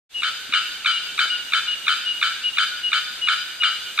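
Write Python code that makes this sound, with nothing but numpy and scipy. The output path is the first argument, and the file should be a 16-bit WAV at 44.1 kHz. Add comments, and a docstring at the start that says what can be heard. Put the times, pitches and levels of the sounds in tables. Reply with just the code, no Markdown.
"""In a forest, a bellbird clanks from a branch about three times a second.
Each clank is a small tick, a hard clack and a short metallic ring of many partials, carried on by the
trees. Another caller pipes one pure note at its own pace, and a third answers far off.
Behind them leaves and insects hiss, and two soft knocks sound among the branches."""
import sys
import numpy as np
from scipy import signal
from scipy.fft import rfft, irfft
from scipy.io import wavfile

SR = 44100
rng = np.random.default_rng(int(sys.argv[2]) if len(sys.argv) > 2 else 0)


def dump(signal):
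    """Clip the signal to [-1, 1] and save it as 16-bit WAV at the path in sys.argv[1]."""
    limited = np.clip(np.atleast_2d(signal).T, -1, 1)
    pcm = np.round(limited * 32767).astype(np.int16)
    wavfile.write(sys.argv[1], SR, pcm)


N = 176400
TIME = np.arange(N) / SR

# The bellbird's clanks. Each row: time of the clack in seconds, clack level in dB, ring level in dB.
CLANKS = [(0.2341, -4, -3), (0.5383, -0.5, -0.5), (.861, -1, -0.5), (1.1923, -0.5, 0), (1.536, -0.5, -0.5),
          (1.882, 0.5, -0.5), (2.228, 0, -1.5), (2.5851, 0, 0), (2.9319, -.5, -.5), (3.2868, 0.5, -0.5),
          (3.6356, -1, -1.5), (3.9908, 0.5, -1)]
# The colour of the rasp in its voice. Each row: frequency in Hz, relative level in dB.
RASP_COLOUR = [(300, -48), (800, -25.5), (1100, -11), (1400, -3.5), (1950, -6), (2300, -6.5), (2700, -3.5),
               (3250, -4.5), (3600, -4.5), (4100, -2.5), (4750, -9.5), (5300, -16.5), (8500, -20),
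               (11000, -34.5), (15000, -58)]
RASP_DB, RASP_FADE_DB_PER_S, RASP_START_S = -26.5, 29, -.002


def bellbird():
    """Every clank is the same gesture: a clack, then a ring with a noisy rasp on it."""
    tones, rasp_gain = np.zeros((2, N)), np.zeros((2, N))
    t = np.arange(-.025, .2, 1 / SR)   # opens early to leave room for the tick
    rasp_shape = ring_envelope(t, RASP_START_S, RASP_FADE_DB_PER_S)[None]
    for s, clack_db, ring_db in CLANKS:
        add(tones, from_db(clack_db) * clack(t) + from_db(ring_db) * ring(t), s + t[0])
        add(rasp_gain, from_db(ring_db + RASP_DB) * rasp_shape, s + t[0])
    return tones + rasp_gain * diffuse_noise(RASP_COLOUR)


# The tick's three sweeps. Each row: half length in ms, start and end pitch in Hz, level and pan in dB.
TICK_SWEEPS = [(1.5, 3950, 3763, -21, 4.5), (1.7, 2550, 2150, -19.5, -2), (2.0, 1397, 1207, -22.5, 0.5)]
# How far each of them comes ahead of the clack, in ms.
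TICK_LEAD_MS = (13.0, 12.2, 9.6)
# The clack and its rebound. Each row: centre and half length in ms, start and end pitch in Hz,
# level and pan in dB.
CLACK_SWEEPS = [(0.53, 2.17, 1273, 1750, -14.5, -1.5), (0.94, 2.26, 2480, 2250, -12, -1),
                (0.14, 2.0, 3520, 3650, -12.5, 3), (2.3, 2.07, 4020, 3820, -18.5, 6.5),
                (8.7, 1.83, 2400, 2100, -22, -2), (9.23, 1.9, 3650, 3430, -22.5, 7)]
BRANCH_ECHO_S, BRANCH_ECHO_DB = .005, -12


def clack(t):
    """Tick and clack: tiny bursts sweep through the voice's three registers, with one close echo."""
    out = 0
    tick = [(-lead_ms, *row) for lead_ms, row in zip(TICK_LEAD_MS, TICK_SWEEPS)]
    for centre_ms, half_ms, start_hz, end_hz, db, pan_db in tick + list(CLACK_SWEEPS):
        u = (t * 1000 - centre_ms) / half_ms
        hz = start_hz + (end_hz - start_hz) * (np.clip(u, -2, 2) + 1) / 2
        burst = np.exp(-u * u / 2 - (u / 2) ** 4)
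        out = out + panned(sine(hz) * burst * from_db(db + rng.normal(0, 0.48)), pan_db)
    return out + from_db(BRANCH_ECHO_DB) * np.roll(out, int(BRANCH_ECHO_S * SR), axis=1)


# The metallic ring. Each row: pitch in Hz, level in dB, start in ms after the clack,
# fade in dB per second, pan in dB.
RING_PARTIALS = [(1258, -28, 5.1, 68, -2), (1350, -22, 7.5, 23, 0), (1453, -23.5, 5, 49, -1),
                 (1525, -28.5, 3.4, 107, -9), (1642, -30.5, 11, 107, 3), (1728, -34, 5.2, 110, -7),
                 (2246, -30.5, 3.9, 120, -7), (2316, -32.5, 5, 122, 5), (2310, -32, 6.2, 125, -2),
                 (2965, -29, 6.9, 28, 7), (3082, -21, 7.2, 27, 6.5), (3442, -30.5, 8.5, 107, 6),
                 (3968, -29, 7.6, 85, 9), (4200, -44, 19, 20, -4), (4440, -33.5, 9.5, 24, -1),
                 (4560, -39.5, 10, 11, 6), (4808, -34.5, 24, -3, 10)]
RING_ATTACK_S, RING_HOLD_END_S, RING_RELEASE_S = 0.0026, 0.052, 0.022
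RING_SAG_PER_S, PITCH_SCATTER, PITCH_WAVER, PARTIAL_SCATTER_DB = 0.099, .002, 0.0046, 1.27


def ring(t):
    """Close partials beat against each other and sag slightly in pitch."""
    out = 0
    sag = RING_SAG_PER_S * (t - RING_HOLD_END_S / 2)
    for hz, db, start_ms, fade_db_per_s, pan_db in RING_PARTIALS:
        bend = 1 - sag + PITCH_SCATTER * rng.normal() + PITCH_WAVER * drift(t, 150)
        partial = sine(hz * bend) * ring_envelope(t, start_ms / 1000, fade_db_per_s)
        out = out + panned(partial * from_db(db + PARTIAL_SCATTER_DB * rng.normal()), pan_db)
    return out


def ring_envelope(t, start_s, fade_db_per_s):
    """A quick attack, a sloping hold and a short release."""
    release = np.exp(-np.maximum(t - RING_HOLD_END_S, 0) / RING_RELEASE_S)
    return ramp((t - start_s) / RING_ATTACK_S) * from_db(-fade_db_per_s * (t - start_s)) * release


# The second caller's notes. 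Each row: start in seconds, length in seconds, level in dB.
NEAR_NOTES = [(0.138, 0.083, -24), (.519, 0.08, -21.5), (0.906, 0.096, -22), (1.29, 0.088, -20.5),
              (1.668, 0.091, -20), (2.045, 0.098, -20.5), (2.431, 0.075, -18), (2.827, 0.074, -18.5),
              (3.208, .082, -19.6), (3.595, .082, -19.2)]
# The far answers. Each row: start in seconds, length in seconds, level in dB.
FAR_NOTES = [(.16, 0.079, -33.5), (.6, 0.088, -34), (1.05, 0.064, -38), (1.49, 0.091, -38),
             (1.61, .07, -41), (1.95, 0.092, -39), (2.41, 0.047, -37)]
NEAR_HZ, FAR_HZ, PIPE_ARCH_HZ = 2888.3, 2710, 54
PIPE_ECHO_S, PIPE_ECHO_DB, PIPE_SEND_DB = .11, -17.5, -0.5


def piper(notes, top_hz, pan_db):
    """A caller pipes pure, slightly unsteady notes that arch a little in pitch, each with one echo."""
    out = np.zeros((2, N))
    for s, length_s, db in notes:
        u = np.arange(int(length_s * SR)) / (length_s * SR)
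        hz = top_hz - PIPE_ARCH_HZ * (2 * (u - .38)) ** 2 + 9 * drift(u, 14.8)
        waver = drift(u, 12.8)
        envelope = ramp(u / .24) * ramp((1 - u) / 0.28) * from_db(db + 1.8 * (waver - waver.mean()))
        note = sine(hz) * envelope
        add(out, panned(note, pan_db), s)
        add(out, panned(note, 0) * from_db(PIPE_ECHO_DB), s + PIPE_ECHO_S)
    return out


# The colour of the sound the trees scatter. Each row: frequency in Hz, level in dB.
TAIL_COLOUR = [(500, -17), (1250, -12), (1360, -12.5), (1450, -3.5), (1700, -5), (2300, -8.5), (2880, -6),
               (3080, -7), (3600, -4), (4000, -6), (4500, -3.5), (4800, 2), (5500, 5), (8000, 2.5)]
# How long it hangs on. Each row: frequency in Hz, seconds to fall by 60 dB.
TAIL_T60 = [(500, 0.81), (1400, 0.92), (2400, 1), (3500, 1.25), (4800, 0.98), (9000, 0.23)]
PREDELAY_S, TAIL_BUILD_S, LEAF_SWAY_S = 0.022, 0.019, .36


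def forest_tail():
    """Trunks and leaves return a dense tail that dies band by band."""
    t, edges = TIME[:SR], np.geomspace(400, 14000, 11)
    hz = np.arange(len(t) // 2 + 1) * SR / len(t)
    white = diffuse_noise([(20, 0), (20000, 0)])[:, :len(t)]
    spectrum = rfft(white) * from_db(at_hz(TAIL_COLOUR, hz))
    build = ramp((t - PREDELAY_S) / TAIL_BUILD_S)
    tail = 0
    for low, high in zip(edges, edges[1:]):
        band = irfft(spectrum * ((hz >= low) & (hz < high)), len(t))
        envelope = build * from_db(-60 * t / at_hz(TAIL_T60, np.sqrt(low * high)))
        tail = tail + band * envelope / np.linalg.norm(envelope)
    return tail


def forest(calls, patterns=4):
    """The foliage moves, so the calls fade from one pattern of reflections into the next."""
    out = 0
    for k in range(patterns):
        away = np.abs((TIME / LEAF_SWAY_S - k + patterns / 2) % patterns - patterns / 2)
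        send = calls.mean(0) * np.sqrt(ramp(1 - away))   # equal-power crossfade
        out = out + signal.fftconvolve(send[None], forest_tail(), axes=1)[:, :N]
    return out


# The bed of leaves and insects. Each row: frequency in Hz, relative level in dB.
HISS_COLOUR = [(25, -5), (60, -5), (120, -7), (300, -4), (800, -5.5), (1150, -4), (1600, 4), (2000, -0.5),
               (2900, 7), (3700, 7.5), (4500, 2.5), (5300, -3), (6100, -2), (7000, -4), (9000, -4.5),
               (10500, -15.5), (12400, -16), (14500, -29)]
HISS_DB, HISS_START_S, HISS_RISE_S = -37.5, 0.092, 0.094


def hiss():
    """Leaves and insects make a nearly steady bed that fades in at the start."""
    leaves = from_db(HISS_DB + 0.58 * drift(TIME, 5.64)) * diffuse_noise(HISS_COLOUR)
    fade_in = np.clip((TIME - HISS_START_S) / HISS_RISE_S, 0, 1)
    return (leaves + insect_buzz()) * fade_in


# The shrill top of the insects. 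Each row: frequency in Hz, relative level in dB.
BUZZ_COLOUR = [(5000, -29), (6200, -1.5), (7000, -6.5), (9000, -9.5), (10600, -23), (11500, -7),
               (12300, -4), (13100, -7.5), (13700, -21), (14500, -40)]
BUZZ_DB, BUZZ_PULSES_PER_S, BUZZ_PULSE_DB = -50.5, 135, 4
DIP_DB, DIP_WIDTH_S, DIP_DELAY_S = 7, .034, .05


def insect_buzz():
    """A very high, finely pulsed buzz that ducks under each of the near piper's notes."""
    dips = sum(np.exp(-((TIME - s - DIP_DELAY_S) / DIP_WIDTH_S) ** 2 / 2) for s, _, _ in NEAR_NOTES)
    wander = drift(TIME, 12)
    pulses = np.sin(2 * np.pi * np.cumsum(BUZZ_PULSES_PER_S * (1 + 0.039 * wander)) / SR)
    level_db = BUZZ_DB - DIP_DB * dips + BUZZ_PULSE_DB * pulses + wander
    return left_late(diffuse_noise(BUZZ_COLOUR), lag_s=.0001) * from_db(level_db)


# Soft knocks. Each row: start in seconds, level in dB, centre frequency in Hz, decay in seconds.
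KNOCKS = [(0.489, -47, 209, 0.036), (1.254, -36.5, 485, 0.0064)]


def knocks():
    """Dull, quickly dying thuds among the branches."""
    out = 0
    for s, db, hz, decay_s in KNOCKS:
        age = np.maximum(TIME - s, 0)
        thud = diffuse_noise([(hz / 4, -20), (hz / 2, -3), (hz * 1.25, 0), (hz * 4, -22), (hz * 20, -60)])
        out = out + thud * from_db(db) * ramp(age / 0.0032) * np.exp(-age / decay_s)
    return out


# The stereo width of the noise. Each row: frequency in Hz, left-right correlation from -1 to 1.
NOISE_LIKENESS = [(40, 0.23), (250, 0.58), (700, 0.62), (1400, 0.64), (2500, 0.79), (4000, 0.16),
                  (8000, -0.6), (13000, 0)]
# The side it leans to. Each row: frequency in Hz, pan in dB.
NOISE_PAN = [(60, -1), (300, 0.5), (1300, -1.5), (2500, -2.5), (4000, 3.5), (6000, -1.5), (8000, -7.5),
             (13000, 0.5)]


def diffuse_noise(colour):
    """Coloured stereo noise at rms 1, narrower in the mids and wide in the treble."""
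    hz = np.arange(N // 2 + 1) * SR / N
    mid, side = rfft(rng.standard_normal((2, N)))
    alike = np.clip(at_hz(NOISE_LIKENESS, hz), -.99, .99)
    stereo = np.sqrt(1 + alike) * mid + np.sqrt(1 - alike) * side * [[1], [-1]]
    noise = irfft(panned(stereo, at_hz(NOISE_PAN, hz)) * from_db(at_hz(colour, hz)), N)
    return noise / noise.std()


def sine(hz):
    """A tone that follows a pitch curve from a random phase."""
    return np.sin(2 * np.pi * (np.cumsum(hz) / SR + rng.random()))


def from_db(db):
    """Decibels to gain."""
    return 10 ** (np.asarray(db) / 20)


def at_hz(points, hz):
    """Read a curve on a log-frequency axis."""
    freqs, values = np.transpose(points)
    return np.interp(np.log(np.maximum(hz, 1)), np.log(freqs), values)


def panned(x, pan_db):
    """Place a sound in stereo; the pan is left level over right."""
    return x * from_db(np.array([[.5], [-.5]]) * pan_db)


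def left_late(x, lag_s):
    """The sound reaches the left microphone a little later."""
    return np.array([np.interp(TIME - round(lag_s * SR) / SR, TIME, x[0], left=0), x[1]])


def add(out, x, s):
    """Mix a sound in at s seconds."""
    i = max(int(s * SR), 0)
    out[:, i:i + x.shape[1]] += x[:, :max(N - i, 0)]


def ramp(u):
    """Smooth step from 0 to 1."""
    return np.sin(np.clip(u, 0, 1) * np.pi / 2) ** 2


def drift(t, rate):
    """A random wander with a spread near 1 and `rate` turns per unit of t."""
    values = rng.standard_normal(1024)
    return np.interp((t - t[0]) * rate, np.arange(len(values)), values)


def scene():
    """Three callers among the trees, over the hiss and the knocks."""
    clanks = bellbird()
    pipes = piper(NEAR_NOTES, NEAR_HZ, pan_db=4) + piper(FAR_NOTES, FAR_HZ, pan_db=0)
    direct = left_late(clanks + pipes, lag_s=.00005)
    reverb = forest(clanks + from_db(PIPE_SEND_DB) * pipes)
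    return direct + reverb + hiss() + knocks()


def record(dry):
    """A steep low-pass cuts the top above 14.5 kHz."""
    return signal.sosfilt(signal.ellip(10, .1, 80, 14500, fs=SR, output="sos"), dry)


dry = scene()
out = record(dry)
dump(out)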